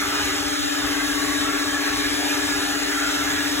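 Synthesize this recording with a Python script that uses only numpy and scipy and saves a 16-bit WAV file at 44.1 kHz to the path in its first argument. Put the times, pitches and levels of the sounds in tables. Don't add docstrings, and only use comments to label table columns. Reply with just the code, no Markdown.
import sys
import numpy as np
from scipy import signal
from scipy.fft import rfft, irfft, next_fast_len
from scipy.io import wavfile
from scipy.ndimage import uniform_filter1d, map_coordinates

SR = 44100
rng = np.random.default_rng(int(sys.argv[2]) if len(sys.argv) > 2 else 0)


def generate_wav(sig):
    pcm = np.round(np.clip(np.atleast_2d(sig).T, -1, 1) * 32767).astype(np.int16)
    wavfile.write(sys.argv[1], SR, pcm)


N = 158760
TIME = np.arange(N) / SR

SLOW_SHAFT_HZ, FAST_SHAFT_HZ = 280.04, 295.68
FLUTTER_PER_S, FLUTTER_DB, FLUTTER_HZ = 28, 2, 14

# shaft order, level/dB, left minus right/dB
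SLOW_HARMONICS = [(1, -35, 8.5), (2, -56, 10), (11, -49, 3)]
FAST_HARMONICS = [(1, -33.5, 14), (2, -51, -14), (6, -52.5, 27)]
FAN_HARMONICS = [(12, -55.5, 0), (15, -55, 0), (18, -52, 0), (24, -52, 0), (36, -61.5, 0)]
# t/s, gain/dB
HUM_GAIN = [(0.0, -4), (0.55, -1), (0.75, -1), (0.9, 0.7), (1.35, 1.6), (1.8, -0.8), (2.35, 0.6),
            (2.7, -1.2), (3.3, -1), (3.59, 1.5)]
# f/Hz, phase/rad
PHASE_LEAD = [(0, 0), (1200, 0), (2400, 1.4), (3600, 1.75), (4800, 3.14), (9000, 9.42), (13150, 15.7),
              (16000, 19.6)]
# f/Hz, coherence
COHERENCE = [(40, .96), (90, .8), (250, .55), (600, .25), (950, .2), (1200, .5), (3000, .52), (4000, .72),
             (4700, .95), (9000, .93), (15000, .92)]
# f/Hz, base density level/dB (in a 1 Hz band)
AIR_DENSITY = [(100, -106), (300, -65), (510, -73), (700, -66.5), (900, -64), (1040, -67.5), (1300, -64),
               (1900, -62), (2400, -62.5), (3000, -64), (3800, -62.3), (4400, -69), (5300, -70),
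               (7000, -80), (10000, -100)]
HISS_DENSITY = [(1500, -110), (4000, -70.5), (5400, -67.5), (7200, -68.2), (8200, -70), (9200, -75),
                (10100, -72.8), (10700, -75.3), (12200, -76.3), (13500, -80), (15800, -80)]
RUMBLE_DENSITY = [(10, -100), (25, -86), (33, -74), (43, -61.5), (60, -62.5), (95, -64), (150, -70),
                  (200, -67.5), (270, -78.5), (450, -75), (1500, -120)]
# t/s, relative level/dB
AIR_GAIN = [(0.0, 0), (0.25, 1), (0.45, -1.6), (0.65, 0), (1.0, -0.2), (1.25, 0), (1.5, -2), (2.05, 0.8),
            (2.45, -0.7), (3.0, 0.7), (3.59, -0.7)]
HISS_GAIN = [(0.0, 0), (0.2, .5), (0.5, -.6), (0.8, -.6), (1.2, 1), (1.5, -1.1), (2.0, 0), (2.35, 1.6),
             (2.6, .3), (3.2, -.4), (3.6, -.2)]
# delay/s, gain/dB
REFLECTIONS = [(.0025, -14), (.0042, -13), (.0085, -10)]
# t/s, relative level/dB
LOW_MODE_GAIN = [(0.0, -3), (0.68, -3), (0.76, 5), (1.1, 3), (1.2, 7), (1.38, 7.5), (1.48, 2), (1.6, 5),
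                 (2.03, 6), (2.08, -12), (2.4, -3), (3.05, -10), (3.59, -7)]
MID_MODE_GAIN = [(0.0, 7), (0.25, 5.5), (0.7, 2), (1.2, -0.5), (1.3, -3), (1.55, 5), (1.95, 0.5), (2.1, 0),
                 (2.2, -14), (2.33, 3.5), (2.9, 4.5), (3.3, 4.5), (3.59, 1.5)]
HIGH_MODE_GAIN = [(0.0, -1), (0.2, 3), (0.45, -2), (0.9, -2.5), (1.6, 3.5), (2.1, 0), (2.2, -12),
                  (2.3, 3.5), (2.4, 3), (2.55, -2), (2.7, 3), (3.0, 5), (3.45, 4.5), (3.59, 2)]
WHISTLE_GAIN = [(0.0, -42), (0.55, -36), (0.7, -34.5), (0.92, -34.5), (1.08, -46), (1.25, -36.5),
                (1.5, -37.5), (1.77, -29), (1.97, -48), (2.06, -27), (2.16, -46), (2.32, -33), (2.41, -41),
                (2.54, -21.5), (2.63, -47), (3.15, -41), (3.4, -27), (3.6, -50)]
# start/s, length/s, f/Hz, glide/(Hz/s), width/Hz, level/dB
HOWLS = [(.0, .26, 1520, -60, 130, -38.5), (.96, .17, 1580, 300, 100, -33), (.95, .08, 1975, 700, 100, -35),
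         (1.18, .13, 2035, -250, 100, -37.5), (1.2, .2, 1138, -180, 70, -37.5),
         (1.39, .19, 1285, 550, 80, -34.5), (1.72, .19, 1735, 100, 90, -36),
         (2.05, .07, 1720, 1400, 110, -37.5), (2.5, .21, 920, -650, 80, -41),
         (2.96, .32, 1385, -80, 80, -33), (2.94, .36, 1500, -100, 110, -38.5)]
# f/Hz, width/Hz, base level/dB, left minus right/dB
HOSE_MODES = [(406, 82, -39.5, 3), (625, 95, -47, 1), (820, 115, -43.3, 4), (1000, 70, -53, 0)]
# t/s, gain/dB
DRONE_GAIN = [(0.0, 0), (0.4, 2), (0.7, 4), (0.9, 1), (2.1, 0), (2.3, 2.7), (2.45, 1), (2.65, 1.5),
              (2.95, 1), (3.59, 1)]
# t/s, unscaled level/dB
RUMBLE_CONTOUR = [(0.0, -48), (0.45, -46.5), (1.0, -46.5), (2.7, -47.5), (2.8, -47), (2.95, -47),
                  (3.59, -47)]


def amp(db):
    return 10 ** (np.asarray(db) / 20)


def unit(x):
    return x / np.sqrt(np.mean(x ** 2) + 1e-20)


def along(points, hz):
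    f, values = np.transpose(points)
    return np.interp(np.log(hz + 1), np.log(f + 1), values)


def curve(rows):
    return np.interp(TIME, *np.transpose(rows))


def wobble(per_s):
    knots = rng.standard_normal(int(N * per_s / SR) + 4)
    return map_coordinates(knots, [TIME * per_s])


def filtered(x, response):
    size = next_fast_len(N + SR // 4)
    hz = np.fft.rfftfreq(size, 1 / SR)
    return irfft(rfft(x, size) * response(hz), size)[..., :N]


def pan(left_db):
    return amp(np.array([[left_db], [-left_db]]) / 2)


def lead(hz):
    return np.array([[.5], [-.5]]) * np.interp(hz, *np.transpose(PHASE_LEAD))


def motor(shaft_hz, harmonics):
    in_phase_s = .018
    drift_hz, waver_db, waver_rad = .045, 2.2, .6
    turns = shaft_hz * (TIME - in_phase_s) + np.cumsum(drift_hz * wobble(4.3)) / SR
    out = np.zeros((2, N))
    for order, db, left_db in harmonics:
        phase = 2 * np.pi * order * turns + lead(np.array([order * shaft_hz]))
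        if order == 1:
            gain_db = curve(HUM_GAIN)
        else:
            gain_db = waver_db * wobble(6.23)
            phase += waver_rad * (wobble(10) + np.array([wobble(4.84), wobble(5.13)]))
        out += np.sqrt(2) * amp(db + gain_db) * pan(left_db) * np.cos(phase)
    return out


def turbulence(patchy_db):
    def mid_side_gains(hz):
        angle = np.arccos(np.clip(along(COHERENCE, hz), -.99, .99)) / 2
        return np.array([np.cos(angle), np.sin(angle)])

    spectra = signal.stft(rng.standard_normal((2, N)), nperseg=1024)[2]
    patches = uniform_filter1d(rng.standard_normal(spectra.shape[1:]), size=6, axis=0)
    patches = uniform_filter1d(patches, size=12, axis=1)
    noise = signal.istft(spectra * amp(patchy_db * unit(patches)), nperseg=1024)[1][:, :N]
    mid, side = filtered(noise, mid_side_gains)
    pair = np.array([mid + side, mid - side])
    return unit(filtered(pair, lambda hz: np.exp(1j * lead(hz))))


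def rush(density, patchy_db):
    return filtered(turbulence(patchy_db), lambda hz: amp(along(density, hz)) * np.sqrt(SR / 2))


def suction():
    flutter = wobble(22.63)
    air = amp(curve(AIR_GAIN) + .2 * flutter) * rush(AIR_DENSITY, patchy_db=2.1)
    swell_db = curve(HISS_GAIN)
    hiss_db = swell_db - swell_db.mean() + .45 * flutter + .35 * wobble(76)
    return air + amp(hiss_db) * rush(HISS_DENSITY, patchy_db=1.8)


def echoed(x):
    sway = .025
    out = x
    for delay_s, db in REFLECTIONS:
        read_at = np.arange(N) - delay_s * SR * (1 + sway * wobble(2))
        out = out + amp(db) * np.array([map_coordinates(channel, [read_at]) for channel in x])
    power_gain = 1 + sum(amp(db) ** 2 for _, db in REFLECTIONS)
    return out / np.sqrt(power_gain)


def resonance(centre_hz, width_hz):
    def stage(hz):
        return 1j * hz * width_hz / (centre_hz ** 2 - hz ** 2 + 1j * hz * width_hz)

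    return unit(filtered(turbulence(patchy_db=1.5), lambda hz: stage(hz) ** 3))


def nozzle():
    scrub_db, scrub_per_s = 2.2, 24
    low_db, mid_db, high_db = (curve(rows) + scrub_db * wobble(scrub_per_s)
                               for rows in (LOW_MODE_GAIN, MID_MODE_GAIN, HIGH_MODE_GAIN))
    low = amp(low_db - 47) * resonance(centre_hz=1130, width_hz=90)
    lower_whistle = whistle(order=4, level_db=curve(LOW_MODE_GAIN) - 46.3, left_db=0)
    mid = amp(mid_db - 39) * echoed(resonance(centre_hz=1360, width_hz=310))
    high = amp(high_db - 37) * echoed(resonance(centre_hz=1712, width_hz=330))
    upper_whistle = whistle(order=6, level_db=curve(WHISTLE_GAIN) - 6, left_db=-4)
    return low + mid + high + lower_whistle + upper_whistle


def whistle(order, level_db, left_db):
    warble_rad = .5 * (wobble(45) + .6 * np.array([wobble(5), wobble(5)]))
    phase = 2 * np.pi * order * SLOW_SHAFT_HZ * TIME + warble_rad
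    envelope = amp(level_db + FLUTTER_DB * wobble(2 * FLUTTER_PER_S))
    return np.sqrt(2) * envelope * pan(left_db) * np.cos(phase)


def howl():
    attack_s, release_s = .04, .06
    out = np.zeros((2, N))
    for start_s, length_s, hz, glide_hz_per_s, width_hz, db in HOWLS:
        t = TIME - start_s
        gate = np.clip(1 + t / attack_s, 0, 1) * np.clip(1 - (t - length_s) / release_s, 0, 1)
        shift_hz = glide_hz_per_s * np.clip(t, 0, length_s) + FLUTTER_HZ * wobble(FLUTTER_PER_S)
        analytic = signal.hilbert(resonance(hz, width_hz))
        sliding = np.real(analytic * np.exp(2j * np.pi * np.cumsum(shift_hz) / SR))
        out += gate * amp(db + FLUTTER_DB * wobble(FLUTTER_PER_S)) * sliding
    return out


def hose():
    drone = sum(amp(db) * pan(left_db) * resonance(hz, width_hz)
                for hz, width_hz, db, left_db in HOSE_MODES)
    contour = curve(RUMBLE_CONTOUR)
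    rumble_db = 1.16 * (contour - contour.mean())
    rumble = amp(rumble_db) * rush(RUMBLE_DENSITY, patchy_db=2.16)
    return amp(curve(DRONE_GAIN)) * drone + rumble


def widened(x):
    centre_s, half_length_s, cutoff_hz = .635, .115, 1200
    mid_db, side_db = -9, 4
    swell = np.exp(-((TIME - centre_s) / half_length_s) ** 4)
    left, right = filtered(x, lambda hz: 1 / (1 + (hz / cutoff_hz) ** 20))
    mid_change = (amp(mid_db * swell) - 1) * (left + right) / 2
    side_change = (amp(side_db * swell) - 1) * (left - right) / 2
    return x + np.array([mid_change + side_change, mid_change - side_change])


def puff():
    centre_s, half_length_s, level_db = .655, .07, -39
    centre_hz, spread_hz = 92, 40
    noise = rng.standard_normal((2, N))
    thud = unit(filtered(noise, lambda hz: np.exp(-((hz - centre_hz) / spread_hz) ** 2 / 2)))
    envelope = np.exp(-((TIME - centre_s) / half_length_s) ** 2)
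    return amp(level_db) * envelope * thud


def scene():
    slow_motor = motor(SLOW_SHAFT_HZ, SLOW_HARMONICS)
    fast_motor = motor(FAST_SHAFT_HZ, FAST_HARMONICS + FAN_HARMONICS)
    airflow = echoed(suction()) + nozzle() + howl() + hose() + puff()
    return slow_motor + fast_motor + widened(airflow)


def record(dry):
    cutoff_hz = 15820
    return filtered(dry, lambda hz: hz < cutoff_hz)


dry = scene()
out = record(dry)
generate_wav(out)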